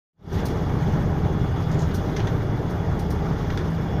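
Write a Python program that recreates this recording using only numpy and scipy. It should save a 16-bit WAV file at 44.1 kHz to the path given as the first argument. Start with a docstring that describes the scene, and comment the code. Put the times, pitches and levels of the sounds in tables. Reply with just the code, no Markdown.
"""Road rumble inside a bus rolling slowly along a night street, heard in mono from one seat.
The wheels on the uneven surface fill the cabin, which swells in short booms; the engine hums at low,
nearly steady revs. Loose trim clacks and chirps, and a few soft scuffs pass. Behind them sit tyre and
air hiss, a faint high whine and, at the end, a thin squeal. The sound fades in at the start."""
import sys
import numpy as np
from scipy import signal
from scipy.fft import rfft, irfft
from scipy.io import wavfile
from scipy.ndimage import uniform_filter1d

SR = 44100
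rng = np.random.default_rng(int(sys.argv[2]) if len(sys.argv) > 2 else 0)


def generate_wav(signal):
    """Clip the signal to [-1, 1] and save it as 16-bit WAV at the path in sys.argv[1]."""
    frames = np.transpose(np.atleast_2d(signal))
    scaled = np.clip(frames, -1, 1) * 32767
    pcm = np.round(scaled).astype(np.int16)
    wavfile.write(sys.argv[1], SR, pcm)


N = 176400
T = np.arange(N) / SR


def road():
    """Rumble of the wheels, shaken by the uneven surface and heard through the cabin."""
    # rumble spectrum at the seat: frequency_hz, relative_db
    tone = [(8, -8), (26, -12), (35, -18), (50, -9), (68, -2), (95, 0), (120, -1.5), (142, -0.5), (185, -6),
            (235, -10.5), (300, -9.5), (340, -13.5), (408, -8.5), (442, -14.5), (465, -12.5), (540, -18.5),
            (600, -17), (720, -19.5), (815, -16), (885, -21.5), (935, -20), (1010, -22.5), (1130, -22.5),
            (1400, -25.5), (2150, -32), (2600, -44), (4000, -66)]
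    # rise and fall of the rumble: time_s, gain_db
    swell = [(0.35, 0), (0.58, 1), (0.66, -1), (0.79, 1), (0.84, 0), (0.9, 0.5), (1.42, -0.5),
             (1.68, -0.87), (1.81, 1), (1.92, -0.5), (2.4, 0), (2.76, -1), (2.96, 1), (3.06, -1.2),
             (3.3, 0.5), (3.48, -0.1), (3.76, -1), (4, 0.5)]
    level_db = -25.5 + curve(swell) + 0.5 * wander(rate_hz=50)
    rumble = colour(patchy_noise(patch_db=1.5, frame_samples=512), tone)
    return amp(level_db) * unit(ripple(rumble, depth_db=0.8))


def booms():
    """Low tones of the cabin swell and die away, gliding slightly in pitch."""
    # cabin booms: start_s, length_s, from_hz, to_hz, level_db
    events = [(0.75, 0.5, 138, 135.3, -27.5), (1.356, 0.48, 133, 127.1, -30.5),
              (0.797, 0.48, 88, 93.5, -31), (1.15, 0.4, 73, 68.5, -33.5), (1.696, 0.55, 96, 93.3, -34.5),
              (1.726, 0.2, 145.4, 143, -27.5), (1.77, 0.106, 83.8, 84.5, -25),
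              (1.99, 0.75, 106, 109.6, -30.5), (2.7, 0.27, 101.1, 100.4, -31.5),
              (2.948, 0.42, 73.84, 74, -30)]
    out = np.zeros(N)
    for start, length, from_hz, to_hz, db in events:
        progress = np.clip((T - start) / length, 0, 1)
        cycles = np.cumsum(from_hz + (to_hz - from_hz) * progress) / SR + rng.random()
        out += amp(db) * np.sin(np.pi * progress) * np.sqrt(2) * np.sin(2 * np.pi * cycles)
    return out


def engine():
    """The engine hums at multiples of the crankshaft speed, each wavering in strength."""
    # crankshaft speed: time_s, turns_per_s
    speed = [(0, 14.7), (0.7, 14.78), (1.3, 14.72), (1.9, 14.62), (2.4, 14.7), (3.0, 14.8), (4, 14.85)]
    # partials of the hum: cycles_per_turn, level_db
    orders = [(3, -37), (5, -39), (6, -34.5), (7, -42.5), (11, -33), (12, -40), (14, -47.5), (40, -53),
              (54, -52)]
    jitter_turns = 0.0041 * wander(rate_hz=5.2)
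    turns = np.cumsum(curve(speed)) / SR + jitter_turns
    hum = np.zeros(N)
    for order, db in orders:
        strength = 1 + 0.27 * wander(rate_hz=5)
        hum += amp(db) * unit(strength * np.sin(2 * np.pi * (order * turns + rng.random())))
    return hum


def rattles():
    """Chirps, scuffs and clacks of loose fittings, coloured by the cabin's resonances."""
    return ripple(chirps() + scuffs() + clacks(), depth_db=1.5)


def clacks():
    """Loose panels knock: sharp when they hit squarely, dull when they bounce."""
    # panel knocks: start_s, level_db, brightness (sharp share of the power, 0-1)
    knocks = [(2.164, -32.5, .9), (2.168, -33, .6), (2.182, -42, .5), (2.194, -34, 0.1),
              (2.202, -32.5, .15), (2.271, -33, 0.54), (2.274, -33.5, 0), (3.502, -32.5, 0.1),
              (3.573, -31, 0.8), (3.575, -34.5, 0.84), (3.589, -39, 0.5)]
    # spectrum of a sharp knock: frequency_hz, relative_db
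    sharp_tone = [(500, -25), (1200, 1.5), (2000, 4.5), (2600, -4), (3400, 2), (4500, -5.5), (6400, -2),
                  (7800, -25), (11000, -22), (15000, -31)]
    rise_s, decay_s, wet, dull_cutoff_hz = 0.001, 0.0042, 0.75, 3000
    dull_tone = [(hz, db - 10 * np.log10(1 + (hz / dull_cutoff_hz) ** 4)) for hz, db in sharp_tone]
    shares = [(start, db, np.clip(bright, 0.01, 0.99)) for start, db, bright in knocks]
    sharp = [(start, db + 10 * np.log10(bright), rise_s) for start, db, bright in shares]
    dull = [(start, db + 10 * np.log10(1 - bright), rise_s) for start, db, bright in shares]
    return contacts(sharp, sharp_tone, decay_s, wet) + contacts(dull, dull_tone, decay_s, wet)


def chirps():
    """Trim rubs in a quick run of small, bright chirps."""
    # rubs of the trim: start_s, level_db
    rubs = [(1.713, -46), (1.741, -48), (1.789, -43), (1.801, -50), (1.817, -44.5)]
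    # chirp spectrum: frequency_hz, relative_db
    tone = [(2000, -12), (3500, -5), (5500, -6), (6600, 1), (8000, -15.5), (11000, -23), (15000, -28)]
    rise_s = 0.003
    return contacts([(start, db, rise_s) for start, db in rubs], tone, decay_s=0.0066, wet=0.88)


def scuffs():
    """Loose fittings scuff with a soft hiss of friction."""
    # scuffs: start_s, level_db, rise_s
    events = [(0.451, -39.5, 0.0073), (1.936, -42, 0.014), (2.69, -52.5, 0.016), (2.988, -46, 0.0083),
              (3.101, -44, 0.0056), (3.695, -57, .012)]
    # scuff spectrum: frequency_hz, relative_db
    tone = [(1500, -26), (3000, -4), (4500, 7), (6000, 6), (7900, -10), (8850, 2), (9400, -6), (10700, 0.5),
            (11600, -4), (13000, -1), (15400, -4)]
    return contacts(events, tone, decay_s=0.018, wet=0.4)


def hiss():
    """Tyre and air hiss that swells gently and flickers."""
    # hiss spectrum at the seat: frequency_hz, relative_db
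    tone = [(1500, -0.5), (2600, -1.5), (2900, 3.5), (3450, 6.5), (4000, 0), (6500, -2), (7200, -11),
            (7800, -17.5), (10500, -15.5), (12000, -13.5), (13000, -10), (14300, -14.5), (15400, -22)]
    # rise and fall of the hiss: time_s, gain_db
    swell = [(0.3, 4), (0.45, 1.5), (0.6, -0.5), (0.88, 2), (1.05, -1), (1.5, -1), (1.85, 0.5), (2.35, -1),
             (2.62, -2), (2.9, -2.5), (3.4, 0), (3.85, -1), (4, -3.5)]
    level_db = -51 + curve(swell) + 0.92 * wander(rate_hz=27)
    air = colour(patchy_noise(patch_db=1.8, frame_samples=256), tone)
    return amp(level_db) * unit(ripple(air, depth_db=-0.1))


def whine():
    """Thin high tones, unsteady in strength and phase, ride on the rumble."""
    # tones of the whine: pitch_hz, level_db
    partials = [(2832, -65), (2912, -70.5), (3397, -60), (4818, -78), (5017, -70), (6605, -77)]
    # rise and fall of the whole whine: time_s, gain_db
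    swell = [(0.35, 1), (1.15, -2.5), (1.4, 2), (2.7, -1.5), (3.45, -2.5), (3.7, 1), (4, 2.5)]
    tones = np.zeros(N)
    for hz, db in partials:
        strength = 1 + 0.3 * wander(rate_hz=25)
        tones += amp(db) * unit(strength * np.sin(2 * np.pi * hz * T + wander(rate_hz=8.9)))
    return amp(curve(swell)) * tones


def squeal():
    """A brief, faint, wavering tone, perhaps from a brake."""
    # the squeal: start_s, length_s, pitch_hz, level_db
    event = (3.88, 0.18, 5470, -59)
    start, length, hz, db = event
    envelope = np.sin(np.pi * np.clip((T - start) / length, 0, 1))
    return amp(db) * envelope * np.sin(2 * np.pi * hz * T + wander(rate_hz=60))


def contacts(events, tone, decay_s, wet):
    """Each contact (start_s, level_db, rise_s) is a burst of friction that rises, dies and echoes."""
    power = np.zeros(N)
    for start, db, rise in events:
        attack = np.clip((T - start) / rise, 0, 1)
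        decay = np.exp(-np.maximum(T - start - rise, 0) / decay_s)
        power += (amp(db) * attack * decay) ** 2
    friction = unit(colour(rng.standard_normal(N), tone))
    return cabin(np.sqrt(power) * friction, wet)


def cabin(x, wet, t60_s=0.2):
    """Adds the short, dense echo of the cabin."""
    t = T[:SR // 2]
    tail = rng.standard_normal(len(t)) * amp(-60 * t / t60_s)
    return x + wet * signal.fftconvolve(x, tail / np.linalg.norm(tail))[:N]


def ripple(x, depth_db, spacing_hz=45.02):
    """The many close resonances of the cabin: steady narrow peaks and dips."""
    hz = np.fft.rfftfreq(N, 1 / SR)
    heights = rng.standard_normal(2048)
    gain_db = depth_db * np.interp(hz / spacing_hz, np.arange(len(heights)), heights)
    return irfft(rfft(x) * amp(gain_db), N)


def patchy_noise(patch_db, frame_samples):
    """White noise whose level drifts in patches of time and frequency."""
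    frames = signal.stft(rng.standard_normal(N), nperseg=frame_samples)[2]
    across_frequency = uniform_filter1d(rng.standard_normal(frames.shape), size=6, axis=0)
    patches = unit(uniform_filter1d(across_frequency, size=7, axis=1))
    return signal.istft(frames * amp(patch_db * patches), nperseg=frame_samples)[1][:N]


def colour(x, points):
    """Filters x by a spectrum (frequency_hz, relative_db) that falls away above its last point."""
    hz = np.fft.rfftfreq(2 * N, 1 / SR)
    point_hz, point_db = np.transpose(points)
    gain = amp(np.interp(np.log(hz + 1), np.log(point_hz + 1), point_db))
    gain /= np.maximum(hz / point_hz[-1], 1) ** 2  # 12 dB per octave
    return irfft(rfft(x, 2 * N) * gain)[:N]


def wander(rate_hz):
    """Random motion of rms 1, mostly slower than rate_hz."""
    hz = np.fft.rfftfreq(N, 1 / SR)
    lowpass = (hz > 0) / (1 + (hz / rate_hz) ** 2) ** 2
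    return unit(irfft(rfft(rng.standard_normal(N)) * lowpass, N))


def curve(points):
    """Joins points (time_s, value) into a control curve at every sample."""
    return np.interp(T, *np.transpose(points))


def amp(db):
    """Decibels to gain."""
    return 10 ** (np.asarray(db) / 20)


def unit(x):
    """Scales to rms 1."""
    return x / np.sqrt(np.mean(x ** 2) + 1e-20)


def scene():
    """Everything as it reaches one microphone at a seat."""
    return (engine() + whine() + road() + hiss() + booms() + rattles() + squeal())[None]


def record(dry):
    """The microphone signal fades in, and the treble is cut above 15.5 kHz."""
    # opening fade: time_s, gain_db
    fade = [(0.12, -110), (0.135, -62), (0.16, -51), (0.2, -30.5), (0.26, -15.5), (0.31, -7.5), (0.335, 1)]
    lowpass = signal.firwin(511, 15500, window=("kaiser", 9), fs=SR)
    return signal.oaconvolve(dry * amp(curve(fade)), lowpass[None], "same")


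dry = scene()
out = record(dry)
generate_wav(out)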